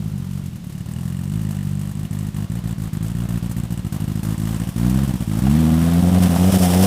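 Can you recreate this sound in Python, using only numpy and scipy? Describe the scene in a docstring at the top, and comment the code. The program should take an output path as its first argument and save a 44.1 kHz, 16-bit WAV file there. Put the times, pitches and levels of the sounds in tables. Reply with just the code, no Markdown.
"""Woods: a dune buggy crawls over stony ground, stumbling at low revs, then pulls hard up a loose slope close by.
Each firing is a low exhaust thump with a puff of rasping, hissing gas; some miss and give only a weak pulse.
The fronts of the pulses ring the pipe, which barks more with speed and nearness, and every firing shakes thin steel.
The tyres crush stones and dry leaves (dense noise grains), the chassis knocks, and the trees send back faint echoes."""
import sys
import numpy as np
from scipy import signal
from scipy.fft import rfft, irfft, next_fast_len
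from scipy.io import wavfile

SR = 44100
rng = np.random.default_rng(int(sys.argv[2]) if len(sys.argv) > 2 else 0)


def wav_out(sig):
    """Save sig, one row per channel (or a flat mono array), as 16-bit PCM at SR to the path in sys.argv[1]."""
    wavfile.write(sys.argv[1], SR, np.round(np.clip(np.atleast_2d(sig).T, -1, 1) * 32767).astype(np.int16))


N = 302526
TIME = np.arange(N) / SR


def from_db(db):
    """Amplitude factor of a level in dB."""
    return 10 ** (np.asarray(db) / 20)


def rms_one(x):
    """Scale to unit RMS."""
    return x / np.sqrt(np.mean(x ** 2) + 1e-20)


def read(rows, at):
    """The columns of a curve at the given times."""
    s, *columns = np.transpose(rows)
    return [np.interp(at, s, column) for column in columns]


def colour(x, spectrum):
    """Causal (minimum-phase) filter with the given spectrum and unit energy."""
    size = next_fast_len(N + SR // 2)
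    hz, db = np.transpose(spectrum)
    bin_hz = np.arange(size // 2 + 1) * SR / size
    gain = rms_one(from_db(np.interp(np.log(bin_hz + 1), np.log(hz), db)))
    # folding the cepstrum onto positive time gives minimum phase
    cepstrum = irfft(np.log(gain), size)
    cepstrum[1:size // 2] *= 2
    cepstrum[size // 2 + 1:] = 0
    response = np.exp(rfft(cepstrum))
    return irfft(rfft(x, size) * response, size)[:N]


def resonate(x, hz, width_hz):
    """Two-pole resonance of unit energy."""
    r = np.exp(-np.pi * width_hz / SR)
    zeros = np.sqrt((1 - r * r) / 2) * np.array([1, 0, -1])
    poles = [1, -2 * r * np.cos(2 * np.pi * hz / SR), r * r]
    return signal.lfilter(zeros, poles, x + 1e-18)   # the offset avoids denormals


def smear(x, seconds):
    """Exponential tail of unit area."""
    r = np.exp(-1 / (seconds * SR))
    return signal.lfilter([1 - r], [1, -r], x + 1e-18)


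def clicks(times, sizes):
    """A train of single-sample impulses."""
    samples = np.clip(np.round(times * SR).astype(int), 0, N)
    return np.bincount(samples, sizes, N + 1)[:N]


def uneven(count, spread_db):
    """A random gain for each firing."""
    return from_db(spread_db * np.clip(rng.standard_normal(count), -2, 2))


def puffs(times, sizes, rise_s, fall_s, linger_s, linger_db):
    """Turbulence that bursts out as a valve opens, then eddies on."""
    power = smear(clicks(times, sizes ** 2), rise_s)
    power = smear(power, fall_s) + from_db(linger_db) ** 2 * smear(power, linger_s)
    return np.sqrt(power) * rng.standard_normal(N)


def engine(gas_lag_s=.0016, gas_spread_db=2.0, hiss_spread_db=2.5):
    """Every firing blows through one exhaust: pressure thump, pipe bark, turbulent gas and shaken steel."""
    # What a firing gives off. Each law: dB at half throttle, mid speed and reference distance,
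    # dB from shut to open, dB per octave of speed, dB per halving of distance.
    thump_law = (-20.5, 18, 3, 1.5)
    bark_law = (-42.5, 1.5, 21, 12)
    rasp_law = (-48, 12.5, 1.5, 6.5)
    hiss_law = (-48.5, 8, -2.5, 7.5)
    # Spectra of the turbulent gas. Each row: frequency in Hz, relative level per Hz in dB.
    rasp_spectrum = [(250, -17.5), (500, 4.5), (1100, 3.5), (1500, -0.5), (1800, -2.5), (2350, -5.5),
                     (2900, -5.5), (3400, -5.5), (3900, -7.5), (5000, -14), (9000, -20)]
    hiss_spectrum = [(2500, -27.5), (4500, -5), (5500, -5), (6500, -2.5), (8000, -2), (9800, -0.5),
                     (11500, -3), (13500, -0.5), (15500, -11)]
    # How loosely the steel rattles. Each row: time in seconds, gain in dB.
    rattle = [(.6, -10), (.95, 1.5), (3, 2), (4.6, 3.5), (6, 2)]

    times, period, strength = firings()
    count = len(times)
    size = strength * np.sqrt(period * SR)   # a slow cycle holds more energy
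    thumps, barks, rasps, jets = (size * from_db(follow(law, times, period))
                                  for law in (thump_law, bark_law, rasp_law, hiss_law))
    blown = times + gas_lag_s
    gas = uneven(count, gas_spread_db)
    rasp = puffs(blown, gas * rasps, rise_s=0.000093, fall_s=0.0046, linger_s=0.038, linger_db=1.0)
    jets = gas * jets * uneven(count, hiss_spread_db)
    hiss = puffs(blown, jets, rise_s=0.003, fall_s=0.004, linger_s=0.034, linger_db=-10.5)
    jolted = blown + rng.uniform(0, .001, count)
    metal = steel(jolted, size * from_db(read(rattle, times)[0]))
    pipe = thump(times, period, thumps) + bark(blown, barks)
    return pipe + metal + colour(rasp, rasp_spectrum) + colour(hiss, hiss_spectrum)


def firings(missed_db=-16, wobble_per_s=.5, spark_jitter_s=0.00013):
    """Time, period and strength of every firing; an unlit cylinder only pumps air."""
    times, period, missed = flywheel()
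    # no two charges burn alike, and the slower the flywheel turns, the less evenly it runs
    jitter_s = np.hypot(spark_jitter_s, wobble_per_s * period ** 2)
    times = times + jitter_s * rng.standard_normal(len(times))
    return times, period, from_db(np.where(missed, missed_db, 0.0))


def flywheel(sag_per_miss_hz=.34, recovery_s=.0886):
    """Time and period of every stroke, and whether it misses; each miss slows the engine a little."""
    # Engine speed before sagging. Each row: time in seconds, firings per second.
    speed_hz = [(0.0, 51.22), (0.057, 54.26), (0.186, 44.44), (0.411, 48.25), (0.544, 36.19),
                (0.827, 37.03), (0.987, 43.03), (1.225, 45.56), (1.361, 54.14), (1.631, 48.04),
                (1.954, 51.03), (2.431, 51.47), (2.573, 59.44), (2.945, 51.79), (3.132, 58.73),
                (3.756, 57.58), (3.912, 51.93), (4.736, 56.24), (5.016, 68.97), (5.318, 52.09),
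                (5.576, 80.38), (5.666, 78.81), (6.195, 92.17), (6.339, 85.36), (6.493, 96.36),
                (6.694, 87.99), (6.86, 98.1)]
    # Bouts of misfiring, which recur as the same cylinders come round. Each row: start in seconds,
    # firings missed in a row, times it happens, firings from one start to the next.
    misfires = [(.49, 1, 1, 0), (.567, 2, 1, 0), (.815, 1, 1, 0), (1.92, 1, 1, 0), (2.057, 2, 1, 0),
                (2.293, 2, 5, 8), (2.977, 1, 3, 8), (3.38, 2, 4, 8), (3.468, 1, 3, 8), (3.873, 2, 1, 0),
                (3.971, 1, 4, 4), (4.349, 1, 1, 0), (4.568, 1, 2, 4), (4.699, 3, 1, 0), (5.051, 1, 2, 4),
                (5.161, 2, 2, 4), (5.392, 1, 1, 0), (6.004, 1, 5, 8), (6.497, 2, 2, 7)]

    strokes, unlit, bouts = [], set(), list(misfires)
    now, sag_hz = 0, 0
    while now < N / SR:
        if bouts and now > bouts[0][0]:
            _, in_a_row, repeats, every = bouts.pop(0)
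            unlit |= {len(strokes) + every * k + j for k in range(repeats) for j in range(in_a_row)}
        period = 1 / (read(speed_hz, now)[0] - sag_hz)
        missed = len(strokes) in unlit
        strokes.append((now, period, missed))
        now = now + period
        sag_hz = sag_hz * np.exp(-period / recovery_s) + sag_per_miss_hz * missed
    return np.transpose(strokes)


def follow(law, times, period, reference_m=10, mid_speed_hz=55):
    """A quality of the exhaust that follows throttle, engine speed and nearness."""
    # How far the throttle is open. Each row: time in seconds, share from 0 to 1.
    throttle_curve = [(0, .36), (.2, 0.24), (.47, 0.22), (.58, 0), (.8, 0.09), (1.0, 0.35), (1.22, 0.35),
                      (1.37, 0.53), (1.7, .32), (2.3, 0.41), (3.15, 0.49), (3.9, 0.48), (4.5, 0.56),
                      (4.7, 0.49), (4.85, 0.75), (5.28, 0.55), (5.56, .94), (6.1, 0.8), (6.86, 0.63)]
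    # From the engine to the listener. Each row: time in seconds, distance in m.
    distance_curve = [(0, 14), (3, 9.6), (4.5, 7.3), (5.6, 7), (6.86, 4.25)]

    base, per_throttle, per_octave, per_halving = law
    throttle = read(throttle_curve, times)[0]
    distance_m = read(distance_curve, times)[0]
    octaves = -np.log2(period * mid_speed_hz)
    halvings = np.log2(reference_m / distance_m)
    return base + per_throttle * (throttle - .5) + per_octave * octaves + per_halving * halvings


def thump(times, period, sizes, note_hz=203, note_width_hz=75, note_db=3,
          boom_share=0.58, boom_speed_hz=81.4, boom_width_hz=9.8):
    """The low pulse is harder under throttle and close by; near one speed the pipe's main note booms."""
    # Share of the hard pulse: at half throttle, mid speed and reference distance,
    # from shut to open, per octave of speed, per halving of distance.
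    hardness_law = (0.29, 0.73, -0.033, 0.49)
    # Exhaust response to a soft puff, and to a hard, short one. Each row: frequency in Hz, relative level in dB.
    soft_spectrum = [(30, -35), (50, -8.5), (98, 0), (148, 2.5), (195, 1), (245, -14), (295, -25),
                     (360, -20.5), (415, -40), (900, -65), (2000, -94)]
    hard_spectrum = [(30, -40), (55, -2), (82, 0.5), (122, 1), (160, 1.5), (183, 5.5), (238, 1.5),
                     (272, -6.5), (320, -6), (368, -19), (405, -40.5), (480, -27.5), (900, -56),
                     (2000, -76.5)]

    hard = np.clip(follow(hardness_law, times, period), 0, 1)
    sizes = sizes * uneven(len(times), spread_db=1.1)
    soft_pulses = colour(clicks(times, sizes * (1 - hard)), soft_spectrum)
    hard_pulses = colour(clicks(times, sizes * hard), hard_spectrum)
    pulses = soft_pulses + hard_pulses
    peak = signal.iirpeak(note_hz, note_hz / note_width_hz, fs=SR)
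    note = from_db(note_db) * signal.lfilter(*peak, pulses)
    speed_hz = np.interp(TIME, times, 1 / period)
    boom = boom_share * np.exp(-((speed_hz - boom_speed_hz) / boom_width_hz) ** 2)
    return (1 - boom) * pulses + boom * note


def bark(times, sizes, level_db=-10):
    """The steep front of each pulse and the gas behind it ring the pipe."""
    # Upper resonances of the pipe. Each row: frequency in Hz, width in Hz, relative level in dB.
    pipe_modes = [(366, 96, -8.5), (490, 90, -2.5), (526.4, 83, -2.5), (664, 154, -5), (737, 90, -5)]

    sizes = sizes * uneven(len(times), spread_db=2.4)
    gas = puffs(times, sizes, rise_s=.0004, fall_s=.0025, linger_s=.015, linger_db=-2)
    drive = from_db(level_db) * (clicks(times, sizes) + .75 * gas)
    # neighbouring modes have opposite signs
    return sum((-1) ** k * from_db(db) * resonate(drive, hz, width_hz)
               for k, (hz, width_hz, db) in enumerate(pipe_modes))


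def steel(times, sizes):
    """Each firing jolts the thin steel of the exhaust, never twice alike."""
    # Each row: frequency in Hz, width in Hz, relative level in dB, spread from firing to firing in dB.
    steel_modes = [(1830, 130, -60.5, 4), (2860, 90, -61, 4.5), (8050, 620, -56, 4.5)]

    return sum(resonate(clicks(times, sizes * from_db(db) * uneven(len(times), spread_db)), hz, width_hz)
               for hz, width_hz, db, spread_db in steel_modes)


def tyres(grains_per_s=2000):
    """Dense small fractures of stones and leaves, swelling where a tyre breaks through."""
    # Tyres on loose ground. Each row: time in seconds, level in dB.
    rolling = [(0, -61), (3, -67), (4.5, -47), (5.3, -45.5), (5.8, -42.5), (6.4, -32.5), (6.86, -25.5)]
    # Stones and leaves crushed under a tyre. Each row: start in seconds, level in dB, length in seconds.
    crunches = [(6.222, -26.5, 0.021), (6.52, -23.5, 0.033), (6.62, -23.5, 0.031), (6.726, -38, 0.018),
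                (6.82, -26.5, .04)]
    # Spectrum of the fractures. Each row: frequency in Hz, relative level per Hz in dB.
    gravel = [(200, 3), (600, 6.5), (1500, 0), (2300, -2), (3100, 4), (4200, -4.5), (5400, 3), (6600, -3),
              (8500, 2.5), (15500, -4.5)]

    power = from_db(read(rolling, TIME)[0]) ** 2
    for start_s, db, length_s in crunches:
        age = np.maximum(TIME - start_s, 0) / length_s
        power = power + from_db(db) ** 2 * (1 - np.exp(-8 * age)) * np.exp(-age ** 2)
    born = rng.random(N) < grains_per_s / SR
    sizes = from_db(3 * np.minimum(rng.exponential(1, N), 5))
    grains = np.sqrt(smear(born * sizes ** 2, seconds=0.0021)) * rng.standard_normal(N)
    return np.sqrt(power) * rms_one(colour(grains, gravel))


def chassis(width_hz=170, fade_s=0.0077):
    """Short, dull rattles of the frame over stones: fading noise bursts through a resonance."""
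    # Each row: start in seconds, frequency in Hz, level of the burst in dB.
    knocks = [(5.467, 700, -21), (6.146, 694, -20), (6.36, 810, -20), (6.735, 690, -20)]

    rattles = 0
    for start_s, hz, db in knocks:
        fade = (TIME > start_s) * np.exp(-np.abs(TIME - start_s) / fade_s)
        burst = from_db(db) * fade * rng.standard_normal(N)
        rattles = rattles + resonate(burst, hz, width_hz)
    return rattles


def trees(x, echo_db=-21, fade_s=0.12, dull_hz=2500, count=60):
    """Trunks and the hillside scatter many faint, dull echoes."""
    delays_s = rng.uniform(0.013, .3, count)
    sizes = rng.standard_normal(count) * np.exp(-delays_s / fade_s)
    echoes = signal.fftconvolve(x, clicks(delays_s, sizes / np.linalg.norm(sizes)))[:N]
    dulling = signal.butter(1, dull_hz, fs=SR, output="sos")
    return from_db(echo_db) * signal.sosfilt(dulling, echoes)


def woods(level_db=-35):
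    """The quiet of the woods: steady, mostly low noise."""
    # Each row: frequency in Hz, relative level per Hz in dB.
    woods_spectrum = [(25, -5), (60, 1), (180, 11), (400, -14.5), (1000, -25), (3000, -24), (8000, -30),
                      (15000, -37.5)]

    return from_db(level_db) * colour(rng.standard_normal(N), woods_spectrum)


def scene():
    """The buggy, its echoes and the quiet of the woods."""
    buggy = engine() + tyres() + chassis()
    return (buggy + trees(buggy) + woods())[None]


def record(dry, cutoff_hz=15500):
    """The top is cut steeply."""
    lowpass = signal.ellip(12, .1, 90, cutoff_hz, fs=SR, output="sos")
    return signal.sosfilt(lowpass, dry)


dry = scene()
out = record(dry)
wav_out(out)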